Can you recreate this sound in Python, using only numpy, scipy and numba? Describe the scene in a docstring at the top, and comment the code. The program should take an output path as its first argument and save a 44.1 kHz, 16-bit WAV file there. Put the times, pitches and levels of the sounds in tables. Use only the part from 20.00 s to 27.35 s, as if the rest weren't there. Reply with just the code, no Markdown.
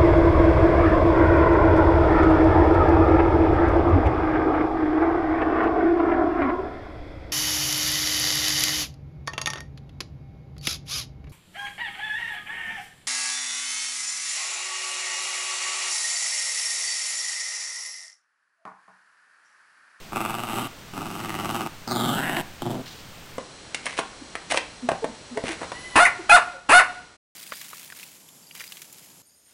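"""A small dog growls four times over a rope toy, close to a cheap microphone on a carpet.
Slow, uneven slaps of its vocal folds excite the resonances of chest, mouth and snout.
Then, on a bed, it paws at a plastic bowl with a bit of food in it, which rings under impact and
friction, among soft, low thuds. The dog whines and gives three sharp barks, harmonic series shaped
by the open mouth, that reverberate in the room. Microphone hiss lies under both scenes."""
import sys
import numpy as np
from scipy import signal
from scipy.fft import rfft, irfft
from scipy.io import wavfile
from scipy.ndimage import uniform_filter1d
from numba import njit

SR = 44100
rng = np.random.default_rng(int(sys.argv[2]) if len(sys.argv) > 2 else 0)


def master(y):
    """Save y as 16-bit WAV."""
    cut = np.clip(np.atleast_2d(y).T, -1, 1)
    pcm = np.round(cut * 32767)  # scale
    wavfile.write(sys.argv[1], SR, pcm.astype(np.int16))


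N = 324135
TIME = np.arange(N) / SR
BEDROOM_START_S, END_S, BAND_HZ = 3.378, 7.17, 10400
BARK_ATTACK_S = 0.0059

# Growls: start_s, length_s, start_slaps_per_s, end_slaps_per_s, start_roughness, end_roughness,
# start_throb_db, end_throb_db, teeth_hiss_db
GROWLS = [(0.125, 0.55, 108, 116, 0.3, 0.32, 9.5, 1.6, -17.5),
          (0.933, 0.74, 100, 113, 0.31, 0.31, 5.5, 7.43, -12),
          (1.875, .54, 116, 140, .24, .65, 6.5, 0.97, -19.5),
          (2.62, 0.2, 116, 130, .3, 0.3065, 11.5, 1, -15)]
# Vocal effort, one curve a growl: time_s, level_db, mouth_gain_db, rasp_gain_db
GROWL_EFFORT = [
    [(0.125, -37.5, -0.5, -11), (0.157, -33, 3, -4.5), (0.457, -39, 2.5, -2.5), (0.583, -31.5, 0.5, -4.5),
     (0.69, -37.5, -2, -4.5)],
    [(0.96, -40.5, -1.5, -8), (0.972, -33.5, -2, -10.5), (1.094, -38, -2.5, -7), (1.578, -33, 1, -5),
     (1.68, -34, -2.5, -10)],
    [(1.88, -33.5, -1.5, -4), (1.916, -30, -1, -5), (2.09, -26, -4, -7), (2.252, -33.5, 3.5, -4.5),
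     (2.41, -31, 0, -5)],
    [(2.63, -33, -4, -11.5), (2.684, -26, -9.5, -25), (2.708, -30.5, -5.5, -12.5), (2.792, -32, -8, -28),
     (2.83, -41, -8, -18)],
]
# Chest resonances: centre_hz, width_hz, gain_db
CHEST_MODES = [(157, 25, -6), (246, 150, -4), (349, 176, -6)]
# Snout resonances with the lips at rest: centre_hz, width_hz, gain_db
SNOUT_MODES = [(7860, 1250, -7.5), (9890, 2900, -9.5)]
# Two lowest formants, set by the jaw: time_s, first_hz, second_hz, second_gain_db
JAW_FORMANTS = [(1.69, 822, 1162, 0), (2.12, 752, 1160, -1), (2.27, 748.5, 1722, 4),
                (2.42, 750, 1600, -3.5), (2.62, 760, 1000, -39), (2.84, 574, 900, -35)]
# Middle formant that comes through as the mouth opens: time_s, gain_db
GAPE_GAIN = [(0.2, -10.5), (0.55, -7), (1.05, -14), (1.3, 0.5), (1.5, -9.5), (2.1, -11.5), (2.25, -29),
             (2.42, -26), (2.62, -35)]
# Third formant, highest with the lips drawn back: time_s, centre_hz
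LIP_FORMANT = [(0.2, 2590), (0.58, 2850), (1.0, 2740), (1.55, 2850), (1.7, 2650), (1.875, 4750),
               (1.98, 3560), (2.27, 2740), (2.62, 3286)]
# Barks: start_s, hold_s, opening_hz, held_hz, opening_db, held_db, brightness_db, puff_db
BARKS = [(5.953, .098, 248, 737.4, -11, -10.5, -3, -20), (6.291, .064, 635, 734.4, -9.5, -5, -8, -37),
         (6.688, .1, 265.8, 745, -13.5, -6.5, -0.5, -37)]
# Mouth formants of the barks, with the recorder's bright fizz above 6 kHz: frequency_hz, gain_db
BARK_SPECTRUM = [(150, -19.5), (300, -7), (500, -16.5), (730, -5), (950, 5), (1150, -0.5), (1450, -1.5),
                 (1850, -3.5), (2200, -13), (2700, -9), (3300, -24), (4600, -25), (7600, -21.5),
                 (9700, -15.5)]
# Brief squeaks where the voice cracks: centre_s, half_length_s, jump_hz, brightness_db, gain_db
VOICE_CRACKS = [(6.045, .006, 21.5, 9.5, -8), (6.06, .007, 0, 24.5, 3), (6.306, .009, 189.5, 21.5, -1.5)]
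# Course of the whine: time_s, pitch_hz, level_db
WHINE_CURVE = [(5.73, 952, -47), (5.78, 992, -43), (5.86, 1008, -41), (5.955, 982, -41.5)]
# Three harmonics of the whine, plus two faint high tones from the recorder: pitch_multiple, gain_db
WHINE_PARTIALS = [(1, -14.5), (2, -4.5), (3, -14.5), (8, -31.5), (10, -17)]
# Impacts of paw and food on the bowl: start_s, relative_level_db, centre_hz
KNOCKS = [(3.378, -14.5, 567), (3.742, -12, 3080), (3.854, -17.5, 2730), (3.862, -13, 1720),
          (3.985, -8.5, 620), (4.35, -15, 1570), (4.503, -27, 1510), (4.517, -12, 585), (4.541, -9.5, 824),
          (4.57, -5.5, 2400), (4.885, -3, 766), (4.913, -9.5, 430), (5.04, -9.5, 540), (5.37, -13, 460),
          (5.435, -13, 260), (5.614, -18, 528), (5.715, -17, 840)]
# Claw strokes over plastic and cloth: centre_s, length_s, level_db, centre_hz
SCRAPES = [(3.891, 0.2, -38, 2300), (3.989, 0.056, -27, 2520), (4.517, 0.049, -23, 2620),
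           (4.559, 0.082, -28.5, 2520), (5.495, .14, -29.5, 2110), (5.627, 0.1, -34.5, 1100)]
# Knocks and scrapes: the bowl's ring, with recorder fizz above 6 kHz: frequency_hz, gain_db
CONTACT_SPECTRUM = [(71, -14), (120, -10), (330, -0.5), (710, 0.5), (1070, -4.5), (1270, -6.5), (2220, -5),
                    (2890, -9.5), (3170, -11), (5250, -15), (5660, -12.5), (6960, -15), (9930, -10),
                    (10500, -27.5), (13600, -60.5), (22000, -120)]
# Short, soft, low hums and thuds: centre_s, length_s, start_hz, end_hz, level_db
THUDS = [(4.222, 0.025, 307, 257, -37.5), (4.844, 0.058, 258, 234, -31), (5.035, 0.036, 474, 417, -28),
         (5.095, 0.038, 239, 246, -39), (5.328, 0.058, 263, 223, -37.5), (5.376, 0.064, 389, 471, -34.5),
         (5.504, .04, 348, 330, -30), (6.202, 0.036, 392, 328, -30), (6.551, .07, 631, 462, -45)]
# Teeth meeting as the toy is let go: time_s, impulse_db
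TOOTH_CLICKS = [(2.369, -3), (2.867, -20)]
# Noise spectrum on the carpet: frequency_hz, gain_db
CARPET_HISS = [(15, 25.5), (25, -13.5), (123, -5), (346, -14), (457, -14), (2970, -18.5), (10500, -27.5),
               (13600, -91), (22000, -120)]
# Noise spectrum in the bedroom: frequency_hz, gain_db
BEDROOM_HISS = [(15, -28.5), (25, -4), (298, -6.5), (777, -9.5), (2550, -14), (4230, -14), (10500, -22.5),
                (13600, -66.5), (22000, -120)]
# Course of the bedroom hiss: time_s, level_db
BEDROOM_HISS_LEVEL = [(5.3, -45), (5.7, -42), (6.1, -43), (6.5, -46.5), (6.64, -53.5), (6.9, -45.5),
                      (7.15, -54)]
# Thin tones in the bedroom hiss: pitch_hz, initial_level_db
HISS_TONES = [(4135, -59.5), (5706, -62), (7870, -63.5)]


def growls(throb_hz=23.45, slowing_hz_per_s=8.4):
    """Source and filter: fold slaps, flapping tissue and breath drive chest, mouth and snout."""
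    age, length, *ends, teeth_hiss_db = latest(GROWLS)
    progress = np.clip(age / length, 0, 1)
    slaps_per_s, rough, throb_db = (a + (b - a) * progress for a, b in zip(ends[::2], ends[1::2]))
    level_db, mouth_db, rasp_db = in_time([row for curve in GROWL_EFFORT for row in curve])
    slaps, cycle = fold_slaps(slaps_per_s, rough)
    flaps, _ = fold_slaps(slaps_per_s * 1.7, rough, jitter=.7, spread_db=8)
    air = rms_one(rng.standard_normal(N) * np.exp(-cycle))
    # a few strong slaps alternate with a few weak ones, ever more slowly
    turns = age * (throb_hz - .5 * slowing_hz_per_s * age)
    throb = from_db(throb_db * (1 + 0.14 * wander(25.87)) * np.tanh(2 * np.cos(2 * np.pi * turns)))
    flutter = rough * (3.3 * flaps + air)
    source = flutter - slaps * throb
    voice = evened(chest(flutter - slaps * np.sqrt(throb), slaps_per_s), 0.043)
    voice += from_db(mouth_db + 1.5) * evened(mouth(source, rough), 0.072)
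    voice += from_db(rasp_db + 1) * evened(snout_rasp(source + 0.59 * air, rough, teeth_hiss_db), 0.0636)
    return from_db(level_db) * voice * lasting(age, length, edge_s=0.0053)


def fold_slaps(per_s, rough, jitter=.2, spread_db=5):
    """Each closure of the folds is an impulse, uneven in time and strength; also gives cycle position."""
    cycles = np.cumsum(per_s * (1 + jitter * rough * wander(110))) / SR
    clicks = np.diff(np.floor(cycles), prepend=0) * from_db(spread_db * rough * wander(300))
    return rms_one(clicks), cycles % 1


def chest(source, slaps_per_s):
    """Forced resonance of the chest reinforces the lowest harmonics."""
    fundamental = from_db(-3) * resonance(source, 1.23 * slaps_per_s, 24)
    modes = sum(from_db(db) * resonance(source, hz, width) for hz, width, db in CHEST_MODES)
    return cut(cut(fundamental + modes, 109.6, "high", order=6), 351, "low", order=6)


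def mouth(source, rough):
    """Cavity resonance: the air in the mouth has formants that move with the jaw."""
    first_hz, second_hz, second_db = in_time(JAW_FORMANTS)
    gape_db, = in_time(GAPE_GAIN)
    first = formant(source, first_hz, first_hz * 0.64)
    second = from_db(second_db) * formant(source, second_hz, second_hz * (0.11 + .5 * rough))
    gape = from_db(gape_db) * formant(source, hz=1950, width_hz=580)
    return cut(first + second + gape, 1940, "low", order=3)


def snout_rasp(source, rough, teeth_hiss_db, lips_rest_hz=2870):
    """Upper formants: drawing back the lips raises one pair and lowers those of the snout."""
    third_hz, = in_time(LIP_FORMANT)
    third = resonance(source, third_hz, third_hz * 0.44, order=4)
    fourth = (0.51 + 0.16 * rough) * resonance(source, 1.227 * third_hz, 910, order=4)
    sag_hz = np.maximum(third_hz - lips_rest_hz, 0)
    snout = sum(from_db(db) * resonance(source, hz - sag_hz, width, order=4)
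                for hz, width, db in SNOUT_MODES)
    return third + fourth + snout + from_db(teeth_hiss_db) * formant(source, hz=5200, width_hz=3600)


def barks(yelp_width_octaves=0.24):
    """A harmonic series sweeps through the formants of the open mouth, mixed with turbulent breath."""
    hz, level_db, rough, bright_db, yelp_hz, gate = bark_gesture()
    phase = phase_of(hz * (1 + .012 * wander(450) + 0.053 * rough * wander(900)))
    on, voice = gate > 0, np.zeros(N)
    for k in range(1, 31):
        line_hz = k * hz[on]
        yelp_db = bright_db[on] * np.exp(-.5 * (np.log2(line_hz / yelp_hz[on]) / yelp_width_octaves) ** 2)
        rolloff_db = -5.5 * np.log2(np.maximum(line_hz / 2400, 1))
        gain = from_db(at_hz(BARK_SPECTRUM, line_hz) + yelp_db + rolloff_db) * (line_hz < BAND_HZ)
        # the throat delays each harmonic differently, which blunts the pulses
        voice[on] += gain * np.cos(k * phase[on] - np.pi * np.log2(line_hz))
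    air = coloured(rng.standard_normal(N) * (1 + np.cos(phase)), BARK_SPECTRUM, tilt_db=3.0)
    voice = evened(voice, 0.0058) * (1 + 0.94 * rough * wander(500))
    voice += (0.3 + .55 * rough) * rms_one(air)
    # soft limiting keeps the bark dense and even
    return from_db(level_db) * gate * evened(np.tanh(.5 * voice), 0.004)


def bark_gesture(rise_s=.056, swell_s=0.067, release_s=.032,
                 creep_hz_per_s=800, drop_hz_per_s=10000, fade_db_per_s=475.5):
    """Fold tension sets the pitch, which leaps, creeps up and drops; slack folds are hoarse and bright."""
    age, hold_s, open_hz, held_hz, open_db, held_db, bright_db, _ = latest(BARKS)
    gate = lasting(age, hold_s + release_s, edge_s=0.0029)
    age = np.clip(age, 0, hold_s + release_s)
    released_s = np.maximum(age - hold_s, 0)
    note_hz = held_hz - creep_hz_per_s * np.maximum(hold_s - age, 0)
    hz = np.maximum(open_hz + (note_hz - open_hz) * ease(age / rise_s) - drop_hz_per_s * released_s, 100)
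    level_db = open_db + (held_db - open_db) * ease(age / swell_s)
    level_db -= 25.5 * (1 - ease(age / BARK_ATTACK_S)) + fade_db_per_s * released_s
    slack = np.clip(1 - hz / note_hz, 0, 1)
    rough = 0.03 + .8 * slack
    bright_db = bright_db + 15 * np.sqrt(slack)
    for s, half_s, jump_hz, squeak_db, db in VOICE_CRACKS:
        crack = ease(2 - np.abs(TIME - s) * np.sqrt(2) / half_s)
        hz += jump_hz * crack
        bright_db += squeak_db * crack
        level_db += db * crack
    yelp_hz = 2030 + 1070 * np.exp(-age / 0.047)   # this resonance slides down as the jaw opens
    return hz, level_db, rough, bright_db, yelp_hz, gate


def puffs(cutoff_hz=330, t60_s=0.086):
    """Turbulence: a dull gust leaves the mouth as each bark opens."""
    age, *_, db = latest(BARKS)
    gust = rms_one(cut(rng.standard_normal(N), cutoff_hz, "low"))
    return from_db(db - 60 * np.maximum(age, 0) / t60_s) * ease(age / BARK_ATTACK_S) * gust


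def whine():
    """Nearly periodic vibration, radiated through the nose, gives a thin, clean tone."""
    hz, level_db = in_time(WHINE_CURVE)
    start_s, end_s = WHINE_CURVE[0][0], WHINE_CURVE[-1][0]
    phase = phase_of(hz * (1 + 0.0016 * wander(99)))
    tone = rms_one(sum(from_db(db) * np.sin(k * phase) for k, db in WHINE_PARTIALS))
    return from_db(level_db) * lasting(TIME - start_s, end_s - start_s, edge_s=0.0059) * tone


def knocks(chatter_t60_s=0.03):
    """Impact excitation: a click and a brief chatter set the bowl ringing."""
    out, t = np.zeros(N), TIME[:SR // 10]
    for s, db, centre_hz in KNOCKS:
        contact = rng.standard_normal(len(t)) * from_db(-60 * t / chatter_t60_s) + 4 * (t == 0)
        hit = bowl_ring(contact, centre_hz)
        onset_rms = np.sqrt(np.mean(hit[:SR // 200] ** 2))
        at = int((s + .0035) * SR)
        out[at:at + len(t)] += from_db(db - 10) * hit / onset_rms
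    return out


def scrapes(ticks_per_s=1500):
    """Stick-slip friction: claws catch and slip in dense ticks under a swelling stroke."""
    out = np.zeros(N)
    for s, length, db, centre_hz in SCRAPES:
        n, at = int(length * SR), int((s - length / 2) * SR)
        ticks = rng.standard_normal(n) * (0.028 + (rng.random(n) < ticks_per_s / SR))
        out[at:at + n] += from_db(db) * np.hanning(n) * rms_one(bowl_ring(ticks, centre_hz))
    return out


def bowl_ring(contact, centre_hz, body_db=8):
    """Contact hardness tilts the spectrum: claws and food sound bright, the soft pad hollow."""
    ring = coloured(contact, CONTACT_SPECTRUM, tilt_db=1.5 * np.log2(centre_hz / 1500))
    return ring + from_db(body_db) * resonance(ring, centre_hz, width_hz=centre_hz)


def thuds(octave_db=-14):
    """Tone bursts: a gliding fundamental and a weak octave are heard as soft, low hums and thuds."""
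    out = np.zeros(N)
    for s, length, start_hz, end_hz, db in THUDS:
        n, at = int(length * SR), int((s - length / 2) * SR)
        phase = phase_of(np.linspace(start_hz, end_hz, n))
        hum = np.sin(phase) + from_db(octave_db) * np.sin(2 * phase)
        out[at:at + n] += from_db(db) * np.sqrt(2) * np.hanning(n) * hum
    return out


def teeth(hz=1700, width_hz=1400):
    """The impulse response of the heavily damped mouth is a hard tick."""
    clicks = np.zeros(N)
    for s, db in TOOTH_CLICKS:
        clicks[int(s * SR)] = from_db(db)
    return formant(clicks, hz, width_hz) * SR / (2 * np.pi * width_hz)


def fur_rustle(start_s=2.855, fade_s=0.12, level_db=-42.5):
    """Friction noise: fur brushes the hand unevenly after the last growl."""
    age = np.maximum(TIME - start_s, 0)
    friction = rng.standard_normal(N) * from_db(3 * wander(150))
    hairs = rms_one(formant(friction, hz=3500, width_hz=3500))
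    return from_db(level_db) * ease(age / 0.0077) * np.exp(-age / fade_s) * hairs


def room(x, t60_s, wet_db):
    """Reverberation: dense, dulled reflections arrive after 4 ms and decay exponentially."""
    t = TIME[:SR]
    tail = cut(rng.standard_normal(SR), 4900, "low", order=1) * from_db(-60 * t / t60_s) * (t > .004)
    return from_db(wet_db) * signal.fftconvolve(x, tail / np.sqrt(np.sum(tail ** 2)))[:N]


def hiss(spectrum):
    """Stationary, band-limited microphone noise of rms 1."""
    return rms_one(cut(coloured(rng.standard_normal(N), spectrum), BAND_HZ, "low", order=8))


def bedroom_hiss():
    """Amplitude modulation: hiss and three thin tones swell and dip together."""
    tones = sum(from_db(db) * np.sqrt(2) * np.sin(phase_of(hz + 10 * wander(36))) for hz, db in HISS_TONES)
    gain = from_db(in_time(BEDROOM_HISS_LEVEL)[0])
    return gain * (hiss(BEDROOM_HISS) + tones / gain[0])


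def from_db(db):
    """Amplitude ratio of a level."""
    return 10 ** (np.asarray(db) / 20)


def phase_of(hz):
    """Phase is the time integral of frequency."""
    return 2 * np.pi * np.cumsum(hz) / SR


def rms_one(x):
    """Normalises the overall rms to 1."""
    return x / np.sqrt(np.mean(x ** 2) + 1e-20)


def evened(x, window_s):
    """Holds the running rms at 1."""
    return x / np.sqrt(np.abs(uniform_filter1d(x * x, int(window_s * SR))) + 1e-12)


def in_time(rows):
    """Linear interpolation of each column over time."""
    s, *columns = np.transpose(sorted(rows))
    return [np.interp(TIME, s, c) for c in columns]


def at_hz(spectrum, hz):
    """Reads a spectrum on a log-frequency axis."""
    points_hz, db = np.transpose(spectrum)
    return np.interp(np.log(np.maximum(hz, 1)), np.log(points_hz), db)


def latest(events):
    """At every moment: the age of the latest event in s, then its other columns."""
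    rows = np.array(events)
    start, *columns = rows.T[:, np.maximum(np.searchsorted(rows[:, 0], TIME) - 1, 0)]
    return [TIME - start, *columns]


def lasting(age, length, edge_s):
    """1 while a call lasts, with short ramps outside it."""
    return np.clip(1 + np.minimum(age, length - age) / edge_s, 0, 1)


def ease(share):
    """Smooth step from 0 to 1."""
    return .5 - .5 * np.cos(np.pi * np.clip(share, 0, 1))


def wander(per_s):
    """Random modulation: Gaussian values joined by straight lines."""
    return np.interp(TIME * per_s, np.arange(N // 16), rng.standard_normal(N // 16))


def coloured(x, spectrum, tilt_db=0, size=2048):
    """Minimum-phase filter with this spectrum, tilted in dB an octave."""
    hz = np.maximum(np.fft.rfftfreq(size, 1 / SR), 20)
    octaves = np.log2(np.maximum(hz, spectrum[0][0]) / np.mean(hz))
    cepstrum = irfft(np.log(from_db(at_hz(spectrum, hz) + tilt_db * octaves)))
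    cepstrum[1:size // 2] *= 2
    cepstrum[size // 2 + 1:] = 0
    return signal.fftconvolve(x, irfft(np.exp(rfft(cepstrum))))[:len(x)]


@njit
def two_pole(x, cosine, radius):
    """Damped resonator whose centre and width may move."""
    y = np.zeros(len(x))
    for i in range(2, len(x)):
        r = radius[i]
        drive = (1 - r * r) / 2 * (x[i] - x[i - 2])
        y[i] = drive + 2 * r * cosine[i] * y[i - 1] - r * r * y[i - 2] + 1e-18
    return y


def resonance(x, hz, width_hz, order=1):
    """Resonators in cascade: a band-pass of peak gain 1, steeper with each order."""
    cosine = np.cos(2 * np.pi * hz / SR) * np.ones(len(x))
    radius = np.exp(-np.pi * width_hz / SR) * np.ones(len(x))
    for _ in range(order):
        x = two_pole(x, cosine, radius)
    return x


def formant(x, hz, width_hz):
    """Two resonators in cascade: a hump with deep valleys beside it."""
    return resonance(x, hz, width_hz, order=2)


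def cut(x, hz, kind, order=2):
    """Maximally flat low-pass or high-pass filter."""
    return signal.sosfilt(signal.butter(order, hz, kind, fs=SR, output="sos"), x)


def scene():
    """Direct sound, reflections and noise superpose, first on the carpet, then in the bedroom."""
    growling = growls() + teeth() + fur_rustle()
    carpet = growling + room(growling, t60_s=0.42, wet_db=-18.5) + from_db(-43) * hiss(CARPET_HISS)
    calls_and_thuds = barks() + puffs() + whine() + thuds()
    bowl = knocks() + scrapes()
    direct = calls_and_thuds + bowl
    reflections = room(calls_and_thuds, t60_s=0.18, wet_db=-9.5) + room(bowl, t60_s=0.28, wet_db=-11.5)
    reflections += room(direct, t60_s=0.55, wet_db=-19.5)
    bedroom = (direct + reflections + bedroom_hiss()) * np.clip((END_S - TIME) / 0.013, 0, 1)
    return np.where(TIME < BEDROOM_START_S, carpet, bedroom)[None]


def record(dry, ceiling=.9, cutoff_hz=15800):
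    """Saturation rounds the peaks, and low-pass filters narrow the band."""
    rounded = ceiling * np.tanh(dry / ceiling)
    narrow = signal.sosfilt(signal.ellip(10, .2, 80, BAND_HZ, fs=SR, output="sos"), rounded)
    # on the carpet, samples held at half rate mirror the treble upwards
    held = np.repeat(narrow[:, ::2], 2, axis=1)[:, :N]
    joined = np.where(TIME < BEDROOM_START_S, held, narrow)
    return signal.sosfilt(signal.ellip(10, .2, 80, cutoff_hz, fs=SR, output="sos"), joined)


dry = scene()
out = record(dry)
master(out)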